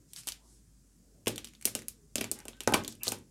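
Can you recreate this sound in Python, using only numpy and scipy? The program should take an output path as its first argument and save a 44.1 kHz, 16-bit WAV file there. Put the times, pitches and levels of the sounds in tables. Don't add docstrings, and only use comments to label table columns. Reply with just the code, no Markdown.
import sys
import numpy as np
from scipy import signal
from scipy.fft import rfft, irfft
from scipy.io import wavfile
from scipy.ndimage import uniform_filter1d

SR = 44100
rng = np.random.default_rng(int(sys.argv[2]) if len(sys.argv) > 2 else 0)


def persist_wave(psi):
    counts = np.round(np.clip(psi, -1, 1) * 32767).astype(np.int16)
    wavfile.write(sys.argv[1], SR, np.atleast_2d(counts).T)


def ratio_of_db(decibels):
    return 10 ** (np.asarray(decibels, float) / 20)


N = 145530


def read(points, hz):
    f, value = np.transpose(points)
    return np.interp(np.log(hz + 1), np.log(f + 1), value)


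def evened(x):
    return x / np.sqrt(np.mean(x ** 2) + 1e-20)


def add(mix, s, sound):
    part = mix[round(s * SR):][:len(sound)]
    part += sound[:len(part)]


def ring(t, hz, db, t60, turn=0):
    return ratio_of_db(db - 60 * t / t60) * np.sin(2 * np.pi * (hz * t + turn))


def steady(shape, level_db, patchy_db):
    hz = np.fft.rfftfreq(2048, 1 / SR)
    real, imag, patches = rng.standard_normal((N // 512 + 5, 1025, 3)).T
    patches = uniform_filter1d(patches, size=8, axis=0)
    patches = evened(uniform_filter1d(patches, size=8, axis=1))
    inside = (hz > shape[0][0] * 0.8) & (hz < shape[-1][0])
    level = ratio_of_db(read(shape, hz)[:, None] + patchy_db * patches) * inside[:, None]
    noise = signal.istft((real + 1j * imag) * level, nperseg=2048, noverlap=1536)[1][:N]
    return ratio_of_db(level_db) * evened(noise)


# f/Hz, density/dB per Hz
RUMBLE = [(30, -20), (45, -13), (68, -7.5), (120, -5), (260, -9.5), (390, -18.5), (700, -34.5)]


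def rumble():
    return steady(RUMBLE, -60.5, patchy_db=2.5)


# f/Hz, density/dB per Hz
HISS = [(700, -2), (1590, -3), (2560, -7), (3900, -6), (4900, 0), (7460, 4), (11000, -2), (13000, -7),
        (16500, 2)]


def hiss():
    return steady(HISS, -67.5, patchy_db=-1.0)


def slow_wander(t):
    return evened(sum(np.sin(2 * np.pi * (f * t + rng.random())) for f in np.geomspace(0.5, 7, 9)))


def hum():
    t = np.arange(N) / SR
    level_db = -57 + 3 * slow_wander(t)
    hz = 51 + 1.9 * slow_wander(t)
    return ratio_of_db(level_db) * np.sin(2 * np.pi * np.cumsum(hz) / SR)


# f/Hz, t60/s
WALLS = [(150, 0.64), (700, 0.2), (1800, 0.26), (5000, 0.22), (12800, 0.14)]
# t/s (delay), level/dB
ECHOES = [(.0014, -44.5), (.0031, -27), (.0043, -19)]


def room(direct, spread, wet_db):
    early_db, early_t60 = 3, 0.025
    out = direct.copy()
    turn = 2 * np.pi * 7.3 * np.arange(N) / SR
    for delay, db in ECHOES:
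        add(out, delay, ratio_of_db(db) * direct)
    for k in range(3):
        taps = np.zeros(SR // 2)
        at = np.arange(40, SR // 2 - 10, 10)
        taps[at + rng.integers(0, 10, len(at))] = rng.choice([-1., 1.], len(at))
        hz, t, bands = signal.stft(taps, SR, nperseg=256)
        early = 1 + ratio_of_db(early_db - 60 * t / early_t60)
        decay = ratio_of_db(-60 * t / read(WALLS, hz)[:, None])
        tail = signal.istft(bands * early * decay, SR, nperseg=256)[1]
        tail[:40] = 0
        tail = tail / np.linalg.norm(tail)
        share = np.sqrt(2 / 3) * np.cos(turn + k * np.pi / 3)
        out += ratio_of_db(wet_db) * signal.fftconvolve(spread * share, tail)[:N]
    return out


def rub(length, db, hz, width_hz):
    n = round(length * SR)
    roughness = uniform_filter1d(rng.exponential(1, SR // 2) ** 2, size=30)
    grain = rng.standard_normal(SR // 2) * ratio_of_db(2.9 * roughness)
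    f = np.fft.rfftfreq(SR // 2, 1 / SR)
    resonance = 1 / (1 + (2 * (f - hz) / width_hz) ** 4)
    low_cut = f / (f + 0.14 * hz)
    x = irfft(rfft(grain) * resonance * low_cut)[:n]
    swell = np.sin(np.pi * np.arange(len(x)) / n) ** 1.2
    return ratio_of_db(db) * evened(x) * swell


# t/s, length/s, level/dB, f/Hz (centre), width/Hz
RUBS = [
    (0.076, 0.072, -63.5, 7000, 7020),
    (0.148, 0.073, -45, 6740, 10100),
    (0.177, 0.17, -59.5, 7000, 11880),
    (0.267, 0.033, -39, 6343, 7450),
    (0.41, 0.21, -63.5, 7460, 7020),
    (0.946, 0.45, -68, 380, 600),
    (0.323, 0.24, -71.5, 717.6, 1091),
    (2.879, 0.058, -52, 6340, 5481),
    (3.029, 0.07, -39, 5574, 8856),
    (3.083, 0.08, -49.5, 6000, 6200),
]
# t/s, length/s, level/dB, f/Hz (centre), width/Hz
SLIDES = [
    (1.93, .2, -69, 430, 50),
    (2.32, .14, -59, 1600, 3400),
    (2.33, .12, -61, 840, 110),
    (2.35, .08, -63, 1540, 90),
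    (2.48, .14, -64, 2200, 4000),
    (2.51, .16, -70, 1530, 90),
    (2.63, .045, -61, 2600, 200),
    (2.995, .085, -50, 2600, 600),
    (3.0, .07, -57, 900, 1600),
    (3.045, .03, -50, 4400, 900),
]


def friction():
    out = np.zeros(N)
    for s, *settings in RUBS + SLIDES:
        add(out, s, rub(*settings))
    return out


def push(t, hz, db, lag_s, width_s, turn):
    late = t - lag_s
    return ratio_of_db(db) * np.exp(-(late / width_s) ** 2) * np.sin(2 * np.pi * (hz * late + turn))


# f/Hz, level/dB, t60/s
BOARD_LOW = [(114.5, -15.5, 0.18), (228.5, -8, 0.091), (381.5, -21, 0.017), (421.4, -15, 0.11),
             (458, -19, 0.086), (512, -29, 0.07)]
# f/Hz, level/dB, t60/s
BOARD_HIGH = [(632, -22, 0.06), (780, -22, 0.05), (841, -16, 0.11), (945, -23, .06), (1090, -23, .06),
              (1200, -19, 0.06), (1259, -21, .06), (1425, -22, 0.04), (1531, -18, 0.08)]


def knock(thud_db, rap_db, luck):
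    t = np.arange(SR // 3) / SR
    grain_t60 = 0.076
    low = push(t, 450, 6, lag_s=0.0027, width_s=0.0015, turn=0.491)
    high = push(t, 900, 2, lag_s=0.0029, width_s=0.0006, turn=0.85)
    for (hz, db, t60), place in zip(BOARD_LOW, luck[:, 0]):
        low = low + ring(t, hz, db + 6 * place, t60)
    for (hz, db, t60), (place, turn) in zip(BOARD_HIGH, luck[10:]):
        high = high + ring(t, hz, db + 6 * place, t60, turn)
    for a, turn in luck[20:32]:
        low = low + ring(t, 230 + 320 * a, -19, 0.8 * grain_t60, turn)
    for a, turn in luck[32:]:
        high = high + ring(t, 450 + 2600 * a ** 1.1, -21.5 - 15 * a, grain_t60 * (1.1 - 0.42 * a), turn)
    contact = 1 - np.exp(-t / 0.00095)
    return (ratio_of_db(thud_db) * low + ratio_of_db(rap_db) * high) * contact


# t/s, level/dB (soft thud), level/dB (hard rap)
KNOCKS = [(0.27, -46.5, -40), (1.2706, -20, -24.5), (1.379, -53.5, -46), (1.655, -32.5, -46),
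          (1.674, -40, -44), (1.753, -31.5, -37.5), (2.156, -30, -47), (2.182, -30.5, -40),
          (2.212, -26.5, -40), (2.241, -41, -37.5), (2.316, -35.5, -39.5), (2.454, -40.5, -45),
          (2.485, -42, -47.5), (2.607, -41.5, -46), (2.6742, -15.5, -12.5), (2.723, -24, -19),
          (2.7415, -18, -10), (2.88, -43, -41), (3.07, -33, -33.5), (3.081, -30.5, -33), (3.121, -32, -28)]


def knocks():
    out = np.zeros(N)
    for (s, thud_db, rap_db), luck in zip(KNOCKS, rng.random((30, 60, 2))):
        add(out, s, knock(thud_db, rap_db, luck))
    return out


def cap_ring(t, cap_db, cap_hz, luck):
    t60, crack_s = 0.0072, 0.00005
    crack = ratio_of_db(-0.5) * (1 - t / crack_s) * np.exp(-t / crack_s)
    cap = ring(t, cap_hz, 0, t60) - crack
    onset = np.minimum(t / 0.0001, 1)
    for k, (a, turn) in enumerate(luck.reshape(-1, 2)):
        side_hz = 3600 + 800 * (k + a)
        side_db = -4 - 8 * abs(np.log2(side_hz / cap_hz))
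        cap = cap + ring(t, side_hz, side_db, t60 * (0.55 + a), turn) * onset
    high_pass = signal.butter(3, 2900, "high", fs=SR, output="sos")
    return ratio_of_db(cap_db - 1) * signal.sosfilt(high_pass, cap)


def barrel_note(t, barrel_db, hz, luck):
    tube_db, tube_t60 = -18.5, 0.093
    wall = ring(t, hz, 0, 0.0096) + ring(t, (1.08 + 0.16 * luck) * hz, -7, 0.015)
    wall = wall + ring(t, hz / 1.127, -19.5, 0.0075)
    tube = ring(t, 0.93 * hz, tube_db, tube_t60) + ring(t, 1.84 * hz, tube_db, tube_t60)
    return ratio_of_db(barrel_db) * (wall + tube)


def all_round(cap_db, cap_hz, barrel_db, hz):
    f = np.fft.rfftfreq(128, 1 / SR) + 1
    high = ratio_of_db(cap_db + 5.5 - 4 * abs(np.log2(f / cap_hz))) / (1 + (3200 / f) ** 4)
    low = ratio_of_db(barrel_db + 10.5) / (1 + ((f - hz) / 1620) ** 2)
    return np.fft.fftshift(irfft(np.hypot(high, low)))


# t/s, level/dB (cap), f/Hz (cap ring), level/dB (barrel), f/Hz (barrel note)
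CLICKS_EARLY = [(0.134, -30.5, 8300, -42.5, 3440), (0.1623, -30, 4750, -38.5, 3500),
                (0.2345, -42, 5000, -51, 2440), (0.2718, -24, 9000, -36, 3950),
                (0.2785, -27.5, 9300, -28.5, 3200), (0.2869, -21, 8550, -26.5, 3120),
                (0.2952, -51, 9000, -55, 3000), (0.321, -26.5, 4550, -34.5, 3180),
                (1.26, -35.5, 7300, -36.5, 2670), (1.2708, -21.5, 8450, -16.5, 2910),
                (1.2794, -15.5, 8650, -26.5, 2740), (1.2822, -24.5, 8400, -24.5, 3380),
                (1.3592, -31, 8550, -35.5, 3770), (1.3799, -27, 7400, -26.5, 3130),
                (1.4452, -31, 7550, -33, 3170), (1.4515, -35, 5300, -48, 3690),
                (1.4723, -37, 4700, -39, 3150), (1.4857, -44, 7650, -49.5, 3080),
                (1.5358, -48, 6950, -49, 2360), (1.5507, -47.5, 4550, -45, 3650),
                (1.6123, -40.5, 8600, -47, 2300), (1.6251, -37.5, 7700, -42.5, 2390),
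                (1.6466, -38, 8200, -46, 2300), (1.6539, -6.5, 10550, -24, 2920),
                (1.6745, -33, 9150, -31, 2340), (1.682, -30, 9500, -34, 2290),
                (1.7513, -16, 7700, -23.5, 3000), (1.7906, -34, 5800, -41.5, 2020),
                (1.8203, -42, 7150, -41.5, 2080), (1.831, -49, 13350, -55, 1950),
                (1.8835, -22, 10050, -40, 2610)]
# t/s, level/dB (cap), f/Hz (cap ring), level/dB (barrel), f/Hz (barrel note)
CLICKS_LATE = [(2.1565, -15, 7000, -21.5, 2820), (2.1821, -23.5, 5250, -24.5, 3400),
               (2.2099, -25, 10300, -27, 2740), (2.2125, -23.5, 5450, -20.5, 2660),
               (2.2425, -26, 7000, -27.5, 2440), (2.3148, -15, 8270, -35.5, 2670),
               (2.3891, -35, 7860, -47, 2040), (2.4028, -40, 6000, -49, 2140),
               (2.4538, -37.5, 8160, -43.5, 3000), (2.4824, -27.5, 7400, -32, 2760),
               (2.5682, -55, 7300, -67, 2600), (2.6055, -26, 7300, -27, 3070),
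               (2.6347, -37, 8900, -45, 2670), (2.6749, -15.5, 6100, -20, 2050),
               (2.7223, -29.5, 10150, -33, 1950), (2.738, -17, 5600, -13, 3090),
               (2.7418, -11, 8500, -11.5, 2480), (2.778, -37, 6040, -51, 2200),
               (2.837, -35.5, 6200, -61, 3420), (2.8473, -29.5, 4640, -30, 3550),
               (2.8786, -23.5, 7260, -28.5, 3800), (2.924, -34.5, 4670, -44.5, 3570),
               (2.9528, -46, 9500, -53, 2980), (3.0339, -19, 11750, -39, 4030),
               (3.0692, -25, 6750, -28, 3120), (3.0802, -13, 4300, -43, 3630),
               (3.0853, -20, 8630, -36, 3480), (3.0894, -25, 8500, -47, 2980),
               (3.119, -27.5, 7700, -50, 3000), (3.1206, -20, 8800, -25, 2730),
               (3.1512, -44, 8000, -52, 2570), (3.1864, -47, 9400, -63, 3430)]


def clicks():
    near, around = np.zeros((2, N))
    t = np.arange(2600) / SR
    for row, luck in zip(CLICKS_EARLY + CLICKS_LATE, rng.random((70, 33))):
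        s, cap_db, cap_hz, barrel_db, hz = row
        add(near, s, cap_ring(t, cap_db, cap_hz, luck[3:]) + barrel_note(t, barrel_db, hz, luck[0]))
        add(around, s, all_round(cap_db, cap_hz, barrel_db, hz))
    return near, around


# f/Hz, level/dB
MIC = [(25, -25.5), (40, -13), (50, -5.5), (12000, -3), (14500, -9), (15950, -17), (16250, -42),
       (17000, -55)]


def microphone(x):
    return irfft(rfft(x) * ratio_of_db(read(MIC, np.fft.rfftfreq(N, 1 / SR))), N)


def scene():
    background = rumble() + hiss() + hum()
    board = friction() + knocks()
    near, around = clicks()
    return (room(near, around, wet_db=8) + room(board, board, wet_db=-3) + background)[None]


def band_limit(x):
    return signal.sosfilt(signal.butter(12, 17010, fs=SR, output="sos"), x)


def record(dry):
    return band_limit(microphone(dry))


dry = scene()
out = record(dry)
persist_wave(out)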